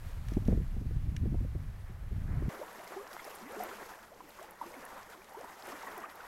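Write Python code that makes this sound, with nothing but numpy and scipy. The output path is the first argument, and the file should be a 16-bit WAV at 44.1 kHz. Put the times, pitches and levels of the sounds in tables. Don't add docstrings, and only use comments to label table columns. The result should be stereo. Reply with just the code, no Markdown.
import sys
import numpy as np
from scipy import signal
from scipy.fft import rfft, irfft, next_fast_len
from scipy.io import wavfile

SR = 44100
rng = np.random.default_rng(int(sys.argv[2]) if len(sys.argv) > 2 else 0)


def ratio_of_db(decibels):
    return 10 ** (np.asarray(decibels, float) / 20)


def store_wav(level_fs):
    pcm = np.round(np.clip(np.atleast_2d(level_fs), -1, 1) * 32767)
    wavfile.write(sys.argv[1], SR, pcm.T.astype(np.int16))


N = 276507

CHANGE_S = 2.4907
PORT_LAG_MS = 0.21
# (time [s], lag of the left port [ms])
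FOLDING_SIDE = [(2.5, .04), (2.62, -0.1), (2.9, -.15), (3.05, 0.033), (3.3, 0.057), (3.45, -0.13),
                (4.2, -0.23), (4.4, 0.056), (4.6, -0.28), (4.87, -0.083), (4.96, 0.23), (5.25, 0.15),
                (5.5, -0.014), (5.8, -0.034), (6.05, -0.12), (6.27, -0.029)]


def in_time(rows):
    s, *columns = np.transpose(rows)
    return [np.interp(np.arange(N) / SR, s, c) for c in columns]


def at_hz(points, hz):
    return np.interp(np.log(hz), np.log(np.array(points)[:, 0]), np.array(points)[:, 1])


def rms_one(x):
    return x / np.sqrt(np.mean(x ** 2) + 1e-20)


def band(x, low_hz, high_hz):
    sos = signal.butter(2, [low_hz, min(high_hz, .45 * SR)], "band", fs=SR, output="sos")
    return signal.sosfilt(sos, x)


def split(x, centres):
    size = next_fast_len(x.shape[-1])
    spectrum = rfft(x, size)
    log_hz = np.log(np.arange(size // 2 + 1) * SR / size + 1e-3)
    for k in range(len(centres)):
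        weight = np.interp(log_hz, np.log(centres), np.arange(len(centres)) == k)
        yield irfft(spectrum * weight, size)[..., :x.shape[-1]]


def drift(rate_hz):
    r = np.exp(-80 * np.pi * rate_hz / SR)
    slow = signal.lfilter([1], [1, -2 * r, r * r], rng.standard_normal(N // 40 + 2002))[2000:]
    return np.interp(np.arange(N) / 40, np.arange(len(slow)), rms_one(slow))


def grains(per_s, spread_db):
    sizes = ratio_of_db(spread_db * np.minimum(rng.exponential(1, N), 5)) * rng.choice([-1, 1], N)
    return sizes * (rng.random(N) < per_s / SR) + 1e-18


def ring(clicks, hz, t60_s):
    r, w = ratio_of_db(-60 / (t60_s * SR)), 2 * np.pi * hz / SR
    return signal.lfilter([0, np.sin(w)], [1, -2 * r * np.cos(w), r * r], clicks + 1e-18)


def add(out, s, burst, peak_db, pan_db):
    burst = burst / abs(burst).max() * ratio_of_db(peak_db + np.array([[.5], [-.5]]) * pan_db)
    for side in (0, 1):
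        farther = (pan_db < 0) != side
        i = round(s * SR + farther * PORT_LAG_MS * SR / 1000)
        out[side, i:i + 240] += burst[side, :max(N - i, 0)]


def wind(sign):
    # (time [s], drive, 6 dB below the summed power of both ports [dB], left re right [dB],
    # flutter drive, scaled by flutter_share [dB])
    gust = [(0.0, -43, -13, -12.5), (0.31, -28, -6, -16), (0.39, -35.5, -24, -11), (0.47, -33.5, -9, -8),
            (0.6, -28, -20, -14.5), (0.67, -38, -9.5, -10), (0.93, -31, -8, -13), (0.98, -28, -3, -17),
            (1.09, -34.5, -9.5, -9.5), (1.19, -36.5, 11.5, -10.5), (1.23, -29, -16, -12),
            (1.39, -19.5, 10, -23), (1.41, -29.5, -1.5, -13.5), (1.84, -37, 14, -16), (1.95, -34, 0, -19.5),
            (2.2, -35.5, 11.5, -9.5), (2.24, -36.5, -1.5, -10), (2.49, -38, 5.5, -5)]
    # (frequency [Hz], relative density [dB per Hz])
    eddy = [(20, 4), (40, 1.5), (90, -2), (160, 0), (300, -10.5), (600, -34), (1200, -55.5)]
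    # (frequency [Hz], share of the lump dB [ratio])
    lump_share = [(30, -0.67), (100, 1.3), (300, 1.2), (700, 0.7)]
    # (frequency [Hz], share of the flutter dB [ratio])
    flutter_share = [(100, 1), (170, 2.1), (300, 2.5), (700, 2.7)]
    # (time [s], peak at the louder port [dB], left re right [dB], top frequency [Hz])
    thumps = [(0.317, -22, -29, 267), (0.367, -11, -46, 269), (0.482, -9.5, -43, 253),
              (0.505, -20, -39, 274), (0.522, -14, -39, 261), (0.545, -22, -35, 236),
              (0.572, -21, -30.5, 236), (0.6, -22.5, -22, 196), (0.764, -25.5, -28, 254),
              (0.81, -22.5, -15, 190), (0.852, -29.5, -16, 198), (0.906, -24.5, -20, 260),
              (0.953, -18.5, -2, 99), (1.01, -23.5, 11, 90), (1.231, -18, -11, 170), (1.255, -20, -16, 275),
              (1.268, -17.5, -9, 119), (1.318, -15, -6, 149), (1.342, -22, 28, 295), (1.404, -26, -6, 177),
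              (1.445, -26, -17, 276), (1.549, -22.5, 26, 270), (1.894, -36.5, 1, 195),
              (2.115, -29, 23, 275), (2.293, -33, 6, 218), (2.42, -26, -3, 238)]
    decay_cycles, rise_cycles = 1.67, 1.23

    cut = round(CHANGE_S * SR)
    rumble_db, pan_db, flutter_db = in_time(gust)
    lumps_db = 2.34 * drift(31.4)[:cut]
    pushes = rms_one(rng.standard_normal(N) + grains(300, spread_db=4.0) * 5.6)[:cut]
    centres, out = 16 * 2 ** np.arange(0, 6.6, .5), np.zeros(N)
    for hz, part in list(zip(centres, split(pushes, centres)))[1:-1]:
        flutter = at_hz(flutter_share, hz) * flutter_db[:cut]
        lumps = at_hz(lump_share, hz) * lumps_db
        out[:cut] += part * ratio_of_db(at_hz(eddy, hz) + flutter + lumps)
    out[:cut] = rms_one(out[:cut])
    out *= ratio_of_db(rumble_db) * 2 / np.sqrt(1 + ratio_of_db(-2 * sign * pan_db))

    steps = np.arange(3000)
    for s, peak_db, pan_db, top_hz in thumps:
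        u = steps / SR * top_hz
        noise = rng.standard_normal(6000)
        for order in (2, 3):
            low_pass = signal.butter(order, top_hz * (order - 1), fs=SR, output="sos")
            noise = signal.sosfilt(low_pass, noise)
        rise = np.sin(np.minimum(u / rise_cycles, 1) * np.pi / 2) ** 2
        thud = band(noise, 38, 1900)[3000:] * np.exp(-u / decay_cycles) * rise
        i = round(s * SR)
        out[i:i + 3000] += thud / abs(thud).max() * ratio_of_db(peak_db + min(sign * pan_db, 0))
    return out


def sing(rows):
    s, peak_db, first_hz, last_hz, length_ms, lag_ms = np.transpose(rows)[..., None]
    out = np.zeros((2, N + 4000))
    steps = np.arange(min(int(length_ms.max() * SR / 350), 3000))
    length = np.clip(length_ms, .3, 40) / 1000
    start = np.clip(np.round((s - .5 * length) * SR), 0, N).astype(int)
    phase = rng.uniform(0, 2 * np.pi, s.shape)
    for side, sign in enumerate((1, -1)):
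        t = np.maximum(steps / SR - (0.24 + sign * lag_ms / 2) / 1000, 0)
        u = t / length
        shape = np.tanh(5.9 * u) * np.exp(.3 - 1.22 * u ** 0.91)
        turns = first_hz * t + (last_hz - first_hz) * t * u / 2.03
        np.add.at(out[side], start + steps, ratio_of_db(peak_db) * shape * np.sin(2 * np.pi * turns + phase))
    return band(out[:, :N], 170, 16000)


def with_offspring(rows, count=3):
    young = np.repeat(np.array(rows, float), count, axis=0)
    normal = rng.standard_normal((len(young), 3))
    young[:, 0] += young[:, 4] / 1000 * (0.2005 + 0.78 * abs(normal[:, 0]))
    young[:, 1] += -12.0 + 2 * normal[:, 1]
    young[:, 2:4] *= 2 ** (0.33 + 0.397 * normal[:, 2:])
    young[:, 4] *= .45
    return np.vstack([rows, young])


def big_bubbles():
    # (time half a length after onset [s], strength before the envelope [dB], first pitch [Hz],
    # last pitch [Hz], length [ms])
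    clear_bubbles = [(2.516, -46.5, 1910, 1640, 3.2), (2.6, -39, 340, 472, 16.4),
                     (2.619, -33.5, 546, 610, 12.4), (2.635, -37, 880, 990, 8), (2.689, -42, 1080, 1130, 8),
                     (2.804, -42, 636, 715, 8.3), (2.874, -39, 2100, 2130, 4), (2.973, -39, 724, 860, 10),
                     (2.98, -35, 377, 401.5, 36), (3.005, -46, 1110, 1230, 20),
                     (3.195, -40, 2060, 2100, 4.1), (3.28, -40, 660, 550, 12), (3.438, -45, 206, 244, 34),
                     (3.47, -44.5, 247, 306, 27), (3.521, -44, 447, 581, 62), (3.587, -40, 400, 443, 40),
                     (3.591, -47, 191, 212, 27), (3.61, -31, 742, 723, 19.3), (3.715, -33, 1460, 1360, 3.4),
                     (3.742, -39, 1500, 1410, 4), (3.939, -37, 1570, 1780, 4.2),
                     (4.125, -46.5, 550, 750, 19), (4.207, -35, 1040, 1000, 4.3),
                     (4.247, -51, 334, 288, 23), (4.391, -40, 1020, 1120, 6.3), (4.399, -52, 370, 380, 23),
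                     (4.419, -42, 584, 690, 13), (4.448, -45.5, 794, 890, 14.3), (4.633, -49, 275, 330, 30),
                     (4.617, -25.5, 1036, 900, 8.1), (4.642, -37, 930, 1190, 8), (4.669, -43, 340, 343, 22),
                     (4.741, -33, 2200, 2200, 2.4), (4.864, -40, 1700, 1800, 3.5),
                     (4.78, -45, 306, 235, 20.5), (4.961, -47, 532, 578, 23.5),
                     (4.975, -39.5, 1090, 1000, 8.8), (5.135, -41, 1510, 1410, 5.5),
                     (5.22, -40.5, 2380, 2360, 3), (5.352, -39.5, 865, 940, 15.3),
                     (5.384, -41.5, 339, 545, 34), (5.415, -42, 700, 750, 10.6),
                     (5.446, -39.5, 890, 950, 8), (5.684, -45, 597, 534, 16), (5.686, -44, 376, 348, 20),
                     (5.724, -39, 1040, 1210, 8), (5.738, -45, 246, 329, 28), (5.82, -42, 1260, 1330, 4.6),
                     (5.836, -39, 795, 980, 7.6), (5.873, -40.5, 1950, 1880, 11),
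                     (5.875, -39, 1040, 1114, 9.9), (5.926, -45, 394, 438, 20), (5.982, -41, 427, 340, 18),
                     (6.043, -33.5, 1120, 1270, 11), (6.206, -44, 1250, 1600, 7.7),
                     (6.242, -42, 810, 995, 10)]
    rows = with_offspring(clear_bubbles)
    lag_ms = np.interp(rows[:, 0], *np.transpose(FOLDING_SIDE))
    return sing(np.column_stack([rows, lag_ms]))


def small_bubbles(gurgle_db, deep_db, count=3400):
    draw, normal = rng.random((count, 3)), rng.standard_normal((count, 3))
    crowd = ratio_of_db(.5 * gurgle_db + 5.0 * drift(16.0)) * (np.arange(N) > CHANGE_S * SR)
    at = np.searchsorted(np.cumsum(crowd) / crowd.sum(), draw[:, 0]).clip(0, N - 1)
    hz = 950 * 2 ** (0.854 * normal[:, 0])
    level_db = np.where(hz < 650, deep_db[at] - 0.5, gurgle_db[at] - 2.0)
    high_loss_db = 5.2 * np.maximum(np.log2(hz / 1900), 0)
    low_loss_db = 6.0 * np.maximum(np.log2(330 / hz), 0)
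    peak_db = level_db + 2.56 * normal[:, 1] - high_loss_db - low_loss_db
    cycles = np.minimum(2.546 + 8.84 * draw[:, 1] ** 2, hz / 60)
    side = np.sign(drift(11.0)[at] + 1.1 * (draw[:, 2] - .5) + 5.2 * in_time(FOLDING_SIDE)[0][at])
    lag_ms = PORT_LAG_MS * side + 0.075 * normal[:, 2]
    last_hz = hz * (1 + 0.15 * draw[:, 1])
    return sing(np.transpose([at / SR, peak_db, hz, last_hz, 1000 * cycles / hz, lag_ms]))


def spatter_db():
    per_s, lift_db, fade_s = 9.0, 4.5, 0.024
    r = np.exp(-1 / (fade_s * SR))
    handfuls = (rng.random(N) < per_s / SR) * rng.random(N)
    lifts = signal.lfilter([1], [1, -r], handfuls + 1e-18)
    return lift_db * (lifts - lifts.mean())


def fizz(fizz_db, count=90):
    # (time [s], peak averaged in dB over the ports [dB], pitch [Hz], left re right [dB])
    loud_snaps = [(3.2485, -43, 11900, -7.0), (3.5475, -43, 6600, 5), (3.5934, -43, 5630, 17),
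                  (3.6364, -32, 12100, -3.5), (4.2918, -45.5, 12100, -1.0), (4.509, -44, 11600, -11),
                  (4.852, -37.5, 10400, 8), (5.0307, -47, 5000, -13), (5.411, -46, 6750, -15),
                  (5.8273, -39, 6100, 1), (5.979, -36.5, 10700, 10), (6.156, -48, 11800, 15.5)]
    out = np.zeros((2, N))
    for hz in np.geomspace(2800, 12000, 6):
        pops = ring(grains(500, spread_db=2.6), hz, 6.0 / hz + .0006) * ratio_of_db(fizz_db - 6.0)
        lag = rng.integers(1, 9)
        out += np.array([pops, np.roll(pops, lag)])[::rng.choice([-1, 1])]
    draw = rng.random((count, 4))
    when = CHANGE_S + draw[:, 0] * (N / SR - CHANGE_S)
    level_db = fizz_db[(when * SR).astype(int)] + 18.5 - 21.0 * draw[:, 1]
    lesser = np.transpose([when, level_db, 3500 * 3.3 ** draw[:, 2], 27.0 * (draw[:, 3] - .5)])
    for s, peak_db, hz, pan_db in np.vstack([loud_snaps, lesser]):
        burst = rng.standard_normal(240) * np.exp(-np.arange(240) / 52.0)
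        burst[0] = 1.04
        add(out, s, band(burst, hz * 0.81, hz * 1.32), peak_db, pan_db)
    return out


def slaps():
    # (time [s], peak averaged in dB over the ports [dB], left re right [dB])
    crests = [(2.7155, -33, 4), (3.0685, -30, 0.), (3.1663, -25, 0.), (5.7, -33, -9), (5.932, -35, 8)]
    low_hz, high_hz = 550, 2400
    out = np.zeros((2, N))
    crack = band(band(np.arange(240) == 0, low_hz, high_hz), low_hz, high_hz)
    for s, peak_db, pan_db in crests:
        add(out, s, crack, peak_db, pan_db)
    return out


def ticks():
    # (time [s], relative strength [dB])
    knocks = [(0.285, -44), (0.336, -47), (0.4526, -50), (0.477, -48.5), (1.165, -37)]
    # (frequency [Hz], relative strength [dB], 60 dB decay time [s])
    hull_modes = [(1800, -3, .012), (2300, -1, .012), (2900, -2, .006), (3600, -3, .004), (4600, -3, .004),
                  (5700, -2, .004), (6900, -4, .003), (8400, -4, .003), (11000, -5, .003)]
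    out, at = 0, [round(s * SR) for s, db in knocks]
    for hz, level_db, t60_s in hull_modes:
        clicks = np.zeros(N)
        clicks[at] = ratio_of_db(np.array(knocks)[:, 1] + level_db - 11.0 + 2 * rng.standard_normal(len(at)))
        rattle = np.exp(-np.arange(300) / 103.0) * rng.standard_normal(300) * 0.49
        rattle[0] = 1
        out = out + ring(np.convolve(clicks, rattle)[:N], hz, t60_s)
    return band(out, 1350, 11000)


def hiss(colour, likeness, low_db, mid_db, treble_db, patchy_db, span):
    white = rng.standard_normal((2, N))[:, span]
    size = next_fast_len(white.shape[1])
    hz = np.arange(size // 2 + 1) * SR / size + 1
    mid, side = rfft(white, size) * ratio_of_db(at_hz(colour, hz))
    alike = np.clip(at_hz(likeness, hz), -.99, .99)
    pair = np.sqrt(1 + alike) * mid + np.sqrt(1 - alike) * side * [[1], [-1]]
    pair = irfft(pair, size)[:, :white.shape[1]]
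    out, together = 0, drift(25)[span]
    centres = 120 * 2 ** np.arange(0, 7.1, .5)
    for centre, part in zip(centres, split(pair, centres)):
        register_db = (low_db if centre < 650 else mid_db if centre < 2600 else treble_db)[span]
        if centre < 200:
            register_db = np.mean(register_db)
        depth_db = patchy_db * min(1, 3000 / centre) ** .5
        flicker_db = depth_db * (0.72 * together + drift(23.6)[span])
        out = out + part * ratio_of_db(register_db + flicker_db)
    return out


def wash(gurgle_db, deep_db, fizz_db):
    # (frequency [Hz], relative density [dB per Hz])
    shore_colour = [(20, -8), (60, -11.5), (140, -18), (210, -9.5), (260, -16), (450, -12), (900, -1),
                    (2000, -2.5), (2800, -11), (4000, -15.5), (7000, -19.5), (9000, -24.5), (12500, -24),
                    (13600, -31), (15700, -27)]
    # (frequency [Hz], left-right correlation [-1 to 1])
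    shore_alike = [(60, 0.13), (110, 0.57), (200, 0.76), (380, 0.98), (700, 0.98), (1290, 0.66),
                   (2380, -0.6), (4400, -0.39), (8120, 0.23), (15000, -0.15)]
    span = slice(round(CHANGE_S * SR), N)
    return hiss(shore_colour, shore_alike, deep_db + 19.5, gurgle_db + 10.5, fizz_db + 22.0, 1.82, span)


def lake():
    # (time [s], ripple hiss, relative [dB], treble, relative [dB])
    ripples = [(0.0, -63, -68.5), (0.1, -60.5, -66.5), (0.22, -64, -70.5), (0.32, -61, -66),
               (0.42, -63.5, -70), (0.5, -60.5, -67), (0.62, -64.5, -71), (1.0, -65, -72),
               (2.1, -63.5, -73), (2.24, -63, -70.5), (2.31, -55.5, -71.5), (2.48, -59.5, -70.5)]
    # (frequency [Hz], relative density [dB per Hz])
    lake_colour = [(300, -4.5), (500, -4.5), (900, -6), (1800, -8), (3600, -14.5), (9000, -20.5),
                   (12500, -22), (13600, -27), (15700, -23.5)]
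    # (frequency [Hz], left-right correlation [-1 to 1])
    lake_alike = [(60, 0.05), (180, 0.34), (550, 0.95), (1650, 0.59), (4970, 0.12), (15000, -0.17)]
    ripple_db, treble_db = in_time(ripples)
    span = slice(0, round(CHANGE_S * SR))
    return hiss(lake_colour, lake_alike, ripple_db + 16.5, ripple_db + 18.0, treble_db + 23.5, 0.97, span)


def scene():
    # (time [s], gurgle, relative [dB], deep gurgle, relative [dB],
    # fizz, relative [dB])
    surge = [(2.49, -49, -49, -58), (2.64, -51, -52, -60), (2.8, -52.5, -55.5, -59.5),
             (2.95, -51.5, -53.5, -59.5), (3.07, -52, -58, -62.5), (3.27, -50, -54.5, -56.5),
             (3.45, -53, -56, -62.5), (3.62, -46.5, -48.5, -56), (3.77, -50.5, -49, -57.5),
             (3.92, -52.5, -58, -60.5), (4.12, -58, -58.5, -67), (4.3, -59, -60, -63),
             (4.43, -54, -57.5, -62), (4.57, -57.5, -61, -67.5), (4.66, -53, -54, -59.5),
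             (4.81, -52, -51, -62), (5.0, -53.5, -60, -62.5), (5.28, -57, -58, -65.5),
             (5.42, -51.5, -53, -62), (5.58, -53.5, -60.5, -60.5), (5.71, -49, -50.5, -58.5),
             (5.79, -52, -52, -60), (5.88, -47, -52, -58), (6.01, -48.5, -56.5, -61),
             (6.14, -54, -59.5, -64), (6.27, -51, -57, -61)]
    cut = round(CHANGE_S * SR)
    boat = np.array([wind(1), wind(-1)]) + ticks()
    boat[:, :cut] += lake()
    gurgle_db, deep_db, fizz_db = in_time(surge)
    fizz_db = fizz_db + spatter_db()
    shore = big_bubbles() + small_bubbles(gurgle_db, deep_db) + fizz(fizz_db) + slaps()
    shore[:, cut:] += wash(gurgle_db, deep_db, fizz_db)
    return np.where(np.arange(N) < cut, boat, shore)


def band_limit(x):
    return signal.sosfilt(signal.butter(12, 16510, fs=SR, output="sos"), x)


def record(dry):
    # (frequency [Hz], width [Hz], lift [dB])
    port_resonance = (12200, 1700, 7.0)
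    hz, width_hz, lift_db = port_resonance
    r = np.exp(-np.pi * width_hz / SR)
    poles = [1, -2 * r * np.cos(2 * np.pi * hz / SR), r * r]
    peak = signal.lfilter(np.array([1, 0, -1]) * (1 - r * r) / 2, poles, dry)
    heard = dry + (ratio_of_db(lift_db) - 1) * peak
    low_pass = signal.ellip(10, .5, 45, 15830, fs=SR, output="sos")
    heard = signal.sosfilt(low_pass, heard)
    return band_limit(heard)


dry = scene()
out = record(dry)
store_wav(out)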